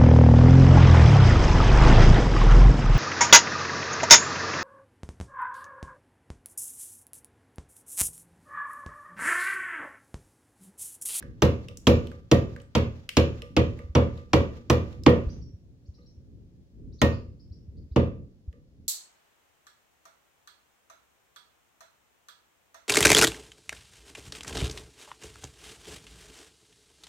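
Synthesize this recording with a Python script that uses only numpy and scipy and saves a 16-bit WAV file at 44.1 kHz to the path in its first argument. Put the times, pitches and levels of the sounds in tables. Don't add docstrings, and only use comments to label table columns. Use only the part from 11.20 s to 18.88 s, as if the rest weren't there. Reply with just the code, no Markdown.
import sys
import numpy as np
from scipy import signal
from scipy.io import wavfile

SR = 44100
rng = np.random.default_rng(int(sys.argv[2]) if len(sys.argv) > 2 else 0)


def to_wav(sig):
    pcm = np.clip(np.atleast_2d(sig), -1, 1) * 32767
    pcm = np.round(pcm).astype(np.int16)
    wavfile.write(sys.argv[1], SR, pcm.T)


N = 338688
TIME = np.arange(N) / SR
AGE = TIME[:int(.75 * SR)]
BAND_EDGES_HZ = 22.4 * 2 ** (np.arange(30) / 3)

# [t/s, bench boom level/dB, block knock level/dB, crack level/dB, crack brightness/dB per octave,
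#                chisel ring level/dB, zing f/Hz, zing level/dB]
BLOWS = [(0.22, -1.5, 0.5, -4.5, 3.5, -36.5, 6020, -22.5), (0.669, 3, 0.5, -0.5, 3, -42, 3220, -12.5),
         (1.114, 1, -2, -4.5, 3, -33.5, 5720, -20), (1.55, -5.5, -2, -4.5, 1, -55, 2980, -25),
         (1.968, -1, -2, 0, 0.6, -45, 5370, -21), (2.365, -1, -3.5, -3.5, -1, -47, 5650, -30),
         (2.7507, -0.5, 2.5, -5.5, -0.5, -64, 5700, -24.5), (3.132, -0.5, 3, -2, 0.8, -55, 5500, -22.5),
         (3.4987, -3.5, 1, -5.5, 3.5, -37.5, 5850, -18), (3.862, 3.5, 4.5, -1.5, -3, -30, 2890, -19),
         (5.8157, -3, 1.5, -4, 3, -26, 6510, -21.5), (6.7599, -2.5, -4, -10.5, -2, -64.5, 2920, -38)]
# [f/Hz, level/dB, t60/s]
BENCH_MODES = [(60.6, -32.5, 0.68), (80.6, -14.5, 0.43), (86.4, -21.5, 0.45), (117.56, -23, 0.55),
               (126.5, -10, 0.16), (154.3, -27.5, 0.52), (164.6, -38, 0.4), (197.5, -22.5, 0.21),
               (221.4, -25.5, 0.4), (237, -24.5, 0.5), (266.7, -21.5, 0.1), (287, -30, 0.12),
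               (310.4, -23, 0.25), (333.6, -27.5, 0.24), (320.7, -18.5, 0.21), (413.4, -24, 0.11),
               (370, -37.5, 0.17), (456.5, -14, 0.11), (487.1, -18, 0.27), (539, -23, 0.12),
               (555, -23.5, 0.26), (594, -21, 0.1), (637, -31, 0.2)]
# [f/Hz, level/dB, t60/s]
BLOCK_MODES = [(896, -35.5, .27), (1023, -35.5, 0.13), (1047, -38.5, 0.29), (1126, -34.5, 0.25),
               (1190, -32.5, 0.43), (1236, -33.5, .28), (1493, -44, 0.38), (1943, -39.5, .28),
               (2110, -44.5, 0.33), (2330, -43.5, 0.14), (2632, -40.5, 0.36), (2790, -38.5, .25),
               (2986, -40.5, 0.32), (3750, -45, .11)]
# [f/Hz, level/dB]
TOUCH_SPECTRUM = [(80, -14.5), (330, -12), (485, -1), (550, -0.5), (700, -11), (1100, -10), (1190, 3.5),
                  (1250, -2), (1500, 4.5), (2100, 7.5), (2700, -6), (4000, -1.5)]
# [f/Hz, level/dB]
CRACK_SPECTRUM = [(60, -5), (280, 11.5), (550, -4), (1100, -4.5), (1700, -12.5), (3000, -6), (4500, -17.5),
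                  (6000, -14.5), (8000, -37), (10000, -34), (12500, -30), (16000, -47)]
# [f/Hz, level/dB, t60/s]
WORKSHOP_TAIL = [(45, -17.5, .6), (99.5, -3.5, .55), (300.9, -7, 0.46), (510, -6.5, 0.44),
                 (782.4, -21, 0.3), (990, -16.5, .34), (1500, -25, .35), (2738, -19.5, 0.35),
                 (4300, -30, 0.29), (6570, -41, 0.38), (9000, -46, 0.06), (11800, -44.5, 0.27),
                 (16100, -62, 0.23)]
# [t/s, level/dB, f/Hz, block and bench ring level/dB]
TICKS = [(0.026, -34, 1600, -29.5), (0.485, -31, 2800, -30), (0.572, -29, 6500, -46),
         (0.871, -37, 3200, -37), (0.916, -39.5, 1700, -30), (1.363, -35, 1600, -28.5),
         (1.401, -45.5, 3000, -42), (1.418, -50, 7960, -54), (1.891, -17.5, 2600, -45.5),
         (2.220, -29.5, 2700, -22.5), (2.59, -40.5, 1813, -25), (2.976, -44, 3800, -27),
         (3.369, -51.5, 2000, -34.5), (3.728, -48, 3500, -32.5), (3.836, -36, 5000, -39),
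         (3.901, -39, 11000, -38.5), (4.781, -64, 550, -39.5), (7.328, -51, 1890, -41.5)]
# [f/Hz, level/dB]
GRIT_SPECTRUM = [(500, -49), (1200, -54.5), (1700, -56), (2800, -58), (6300, -64.5), (8500, -81.5),
                 (16000, -80)]
# [t/s, level/dB]
THUDS = [(2.19, -31), (2.642, -31), (2.693, -27.5), (3.79, -35), (4.064, -20.5), (4.178, -31),
         (4.337, -34.5), (4.684, -33), (4.972, -39.5), (6.078, -33), (6.306, -34.5), (6.48, -36),
         (6.635, -36), (6.712, -28), (7.277, -27)]
# [t/s, level/dB, top f/Hz]
CHIRPS = [(4.089, -57.5, 6800), (4.212, -61, 6740), (4.65, -73, 7100), (4.735, -68, 6400),
          (4.809, -72.5, 4540), (4.854, -65, 6230), (5.72, -65.5, 6560), (5.782, -60.5, 5140),
          (5.919, -58, 5050), (6.19, -66, 6180), (6.315, -65, 6340), (6.564, -73, 5010),
          (6.709, -72.5, 5360)]
# [f/Hz, level/dB]
AIR_SPECTRUM = [(25, -40.5), (55, -30), (120, -35), (250, -41), (480, -54), (700, -69.5), (1100, -75.5),
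                (2500, -77.5), (6000, -78.5), (9000, -89), (16000, -89.5)]
# [t/s, level/dB]
RUMBLE_LEVEL = [(0, 13), (.6, 0), (2, 1), (4.2, 14), (4.6, -3.5), (5.4, 4), (6.4, 2.5), (7.1, 2.5),
                (7.68, -5.5)]
# [f/Hz, correlation]
LIKENESS = [(35, -0.26), (100, 0.88), (300, 0.81), (550, 0.56), (1000, 0.12), (2000, -0.33), (16000, 0)]

THUMP_HZ, BOOM_HZ, KNOCK_HZ, CRACK_HZ = 100, 420, 1050, 2800
THUMP_FOLLOWS = .3
BLOCK_VARY_DB = 2.0
CRACK_S, TICK_S = .0013, .0022
CHISEL_HZ, CHISEL_T60_S = 1853.5, .26
ROOF_ECHO_S, ROOF_ECHO_DB = .029, -18.5
RUN_GAP_S = .7
DRAG_AFTER_S, DRAG_DB, DRAG_BUILD_DB_PER_S, DRAG_EASE_DB_PER_S = .225, 3.5, 50.5, 106.5
REST_DB = -48
THUD_HZ, THUD_FALL_HZ_PER_DB = 71, 1.4
CHIRP_START_HZ, CHIRP_S = 3980, 0.0301
HISS_FROM_HZ = 520
CUTOFF_HZ = 15900


def force(blow, hz):
    _, boom_db, knock_db, crack_db, brightness, *_ = blow
    corners_hz = [THUMP_HZ, BOOM_HZ, KNOCK_HZ, CRACK_HZ]
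    corners_db = [THUMP_FOLLOWS * boom_db, boom_db, knock_db, crack_db]
    body_db = np.interp(np.log(hz), np.log(corners_hz), corners_db)
    octaves_above = np.maximum(np.log2(hz / CRACK_HZ), 0)
    return from_db(body_db + brightness * octaves_above)


def cracks(level_db=0.5, crumble_db=-7.5, crumble_s=0.0075, rise_s=0.00098, alike=0.78):
    out, age = np.zeros((2, N)), AGE[:SR // 10]
    decay = np.exp(-age / CRACK_S) + from_db(crumble_db) * np.exp(-age / crumble_s)
    burst = (1 - np.exp(-age / rise_s)) ** 2 * decay
    burst /= burst.max()
    ring_db = np.array([ring for *_, ring, _, _ in BLOWS])
    hardness_db = 0.077 * (ring_db - ring_db.mean())
    for low, hz, high in bands():
        likeness = alike if hz > 1000 else at_hz(LIKENESS, hz / 2)
        noise = np.array([pair_noise(len(age), likeness) for blow in BLOWS])
        bursts = band(noise * burst, low, high)
        for blow, hard_db, sound in zip(BLOWS, hardness_db, bursts):
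            gain = from_db(level_db + hard_db + at_hz(CRACK_SPECTRUM, hz)) * force(blow, hz)
            add(out, blow[0], gain * sound)
    return np.array([np.roll(out[0], 2), out[1]])


def chisel(ring_db=2.0, zing_db=-4.0, zing_t60=0.014):
    out = np.zeros((2, N))
    for s, *_, ring, zing_hz, zing in BLOWS:
        shank = struck(CHISEL_HZ, CHISEL_T60_S, rise_s=0.0051, lag_s=.0001)
        skid = struck(zing_hz, zing_t60, rise_s=0.00017, lag_s=.00002) * 2
        add(out, s, from_db(ring + ring_db) * shank)
        add(out, s, from_db(zing + zing_db) * skid)
    return out


def bench_and_block(bench_db=0.0, block_db=0.0, bench_vary_db=1.8):
    out = np.zeros((2, N))
    bench = from_db(bench_db) * mode_shapes(BENCH_MODES, rise_s=0.0055, lag_s=-0.00016)
    block = from_db(block_db) * mode_shapes(BLOCK_MODES, rise_s=0.0018, lag_s=-.00026)
    shapes = np.concatenate([bench, block])
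    hz = np.array([mode[0] for mode in [*BENCH_MODES, *BLOCK_MODES]])
    vary_db = np.repeat([bench_vary_db, BLOCK_VARY_DB], [len(BENCH_MODES), len(BLOCK_MODES)])
    blows = [(blow[0], force(blow, hz)) for blow in BLOWS]
    touches = [(s, from_db(db + at_hz(TOUCH_SPECTRUM, hz))) for s, *_, db in TICKS]
    for s, gains in blows + touches:
        shares = from_db(vary_db * rng.standard_normal(len(hz)))
        add(out, s, np.tensordot(gains * shares, shapes, 1))
    return out


def mode_shapes(modes, rise_s, lag_s, bloom_db=6.5, bloom_s=.011):
    shapes = []
    for k, (hz, db, t60) in enumerate(modes):
        blooms = 465 < hz < 565
        gain = (-1) ** k * from_db(db + blooms * bloom_db)
        shapes.append(gain * struck(hz, t60, rise_s + blooms * bloom_s, lag_s))
    return np.array(shapes)


def struck(hz, t60, rise_s, lag_s):
    wave = np.sin(2 * np.pi * hz * (AGE - np.array([[lag_s], [0]])))
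    return wave * fade(t60) * (1 - np.exp(-AGE / rise_s)) ** 2


def workshop(level_db=4.5, rise_s=.004, fresh=0.55):
    out = np.zeros((2, N))
    bass, treble = np.zeros((2, len(BLOWS), 2, len(AGE)))
    for low, hz, high in bands():
        same, *own = [pair_noise(len(AGE), at_hz(LIKENESS, hz)) for k in range(len(BLOWS) + 1)]
        noise = np.sqrt(1 - fresh) * same + np.sqrt(fresh) * np.array(own)
        envelope = fade(at_hz(WORKSHOP_TAIL, hz, axis=2)) * (1 - np.exp(-AGE / rise_s))
        tails = band(noise * envelope, low, high, order=3)
        forces = np.array([force(blow, hz) for blow in BLOWS])
        gains = from_db(level_db + at_hz(WORKSHOP_TAIL, hz)) * forces
        part = treble if hz > 1400 else bass
        part += gains[:, None, None] * tails
    for (s, *_), bass_tail, treble_tail in zip(BLOWS, bass, treble):
        add(out, s, bass_tail)
        steps = np.array([1, .25, -.25, .2, -.15])
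        delays_s = np.cumsum([0, *rng.uniform(.0006, .0024, 4)])
        for step, delay_s in zip(steps / np.linalg.norm(steps), delays_s):
            add(out, s + delay_s, step * treble_tail)
    return out


def with_roof_echo(x):
    out = x.copy()
    add(out, ROOF_ECHO_S, from_db(ROOF_ECHO_DB) * x)
    return out


def ticks(width=1.1):
    out = np.zeros((2, N))
    for s, db, hz, _ in TICKS:
        burst = pair_noise(len(AGE), .6) * np.exp(-AGE / TICK_S)
        tick = band(burst, hz / width, hz * width, order=1)
        add(out, s, from_db(db) * tick / np.abs(tick).max())
    return reverberate(out, t60=0.38, wet_db=-5.5)


def grit(rough_db=3.0):
    roughness_db = rough_db * (drift(27) + drift(120)) / 2
    return coloured(GRIT_SPECTRUM) * from_db(drag() + roughness_db)


def drag():
    times = np.array([s for s, *_ in BLOWS])
    before_start = 2 * times[0] - times[1]
    run = [before_start, times[0], *times[1:][np.diff(times) < RUN_GAP_S]]
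    late = TIME - np.array(run)[:, None] - DRAG_AFTER_S
    swells_db = DRAG_DB + np.minimum(DRAG_BUILD_DB_PER_S * late, -DRAG_EASE_DB_PER_S * late)
    return np.maximum(swells_db.max(axis=0), REST_DB)


def thuds(swell_s=0.0052):
    out = np.zeros((2, N))
    envelope = (AGE / swell_s / 2) ** 2 * np.exp(2 - AGE / swell_s)
    for s, db in THUDS:
        hz = THUD_HZ - THUD_FALL_HZ_PER_DB * (db + 30)
        add(out, s, from_db(db) * np.sin(2 * np.pi * hz * AGE) * envelope)
    return out


def swallows(level_db=0.0, waver=0.085):
    out, along = np.zeros((2, N)), np.clip(AGE / CHIRP_S, 0, 1)
    for s, db, top_hz in CHIRPS:
        sweep_hz = CHIRP_START_HZ + (top_hz - CHIRP_START_HZ) * along
        hz = sweep_hz * (1 + waver * drift(360)[:len(AGE)])
        chirp = np.sin(2 * np.pi * np.cumsum(hz) / SR) * np.sin(np.pi * along)
        add(out, s, from_db(db + level_db) * chirp)
    return reverberate(out, t60=0.45, wet_db=6.0)


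def air(lumpy_db=4.0, hiss_db=3.5):
    noise = coloured(AIR_SPECTRUM)
    rumble, hiss = [signal.sosfilt(signal.butter(5, HISS_FROM_HZ, kind, fs=SR, output="sos"), noise)
                    for kind in ("low", "high")]
    rumble_db = np.interp(TIME, *np.transpose(RUMBLE_LEVEL)) + lumpy_db * drift(10)
    return rumble * from_db(rumble_db) + from_db(hiss_db) * hiss


def coloured(spectrum):
    return sum(from_db(at_hz(spectrum, hz)) * band(pair_noise(N, at_hz(LIKENESS, hz)), low, high, order=3)
               for low, hz, high in bands() if high > spectrum[0][0])


def reverberate(x, t60, wet_db):
    tail = rng.standard_normal((2, len(AGE))) * fade(t60)
    tail /= np.sqrt(np.sum(tail ** 2, axis=1, keepdims=True))
    return x + from_db(wet_db) * signal.fftconvolve(x, tail, axes=1)[:, :N]


def pair_noise(size, alike):
    mid, side = rng.standard_normal((2, size))
    return np.sqrt((1 + alike) / 2) * mid + np.sqrt((1 - alike) / 2) * side * [[1], [-1]]


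def drift(rate):
    return np.interp(TIME * rate, np.arange(2000), rng.standard_normal(2000))


def fade(t60):
    return np.exp(-np.log(1000) * AGE / t60)


def band(x, low, high, order=2):
    sos = signal.butter(order, [low, min(high, .45 * SR)], "band", fs=SR, output="sos")
    return signal.sosfilt(sos, x + 1e-18)


def bands():
    low, high = BAND_EDGES_HZ[:-1], BAND_EDGES_HZ[1:]
    return zip(low, np.sqrt(low * high), high)


def at_hz(points, hz, axis=1):
    table = np.array(points)
    return np.interp(np.log(hz), np.log(table[:, 0]), table[:, axis])


def from_db(db):
    return 10 ** (np.asarray(db) / 20)


def add(out, s, sound):
    start = max(round(s * SR), 0)
    out[:, start:start + sound.shape[-1]] += sound[..., :N - start]


def scene():
    work = bench_and_block() + with_roof_echo(chisel() + cracks()) + workshop() + ticks() + grit()
    lean_right = from_db(0.52 * np.array([[-1], [1]]))
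    return work * lean_right + thuds() + swallows() + air()


def record(dry):
    rounded = dry / (1 + (dry / .9) ** 4) ** (1 / 4)
    return signal.sosfilt(signal.ellip(10, .1, 80, CUTOFF_HZ, fs=SR, output="sos"), rounded)


dry = scene()
out = record(dry)
to_wav(out)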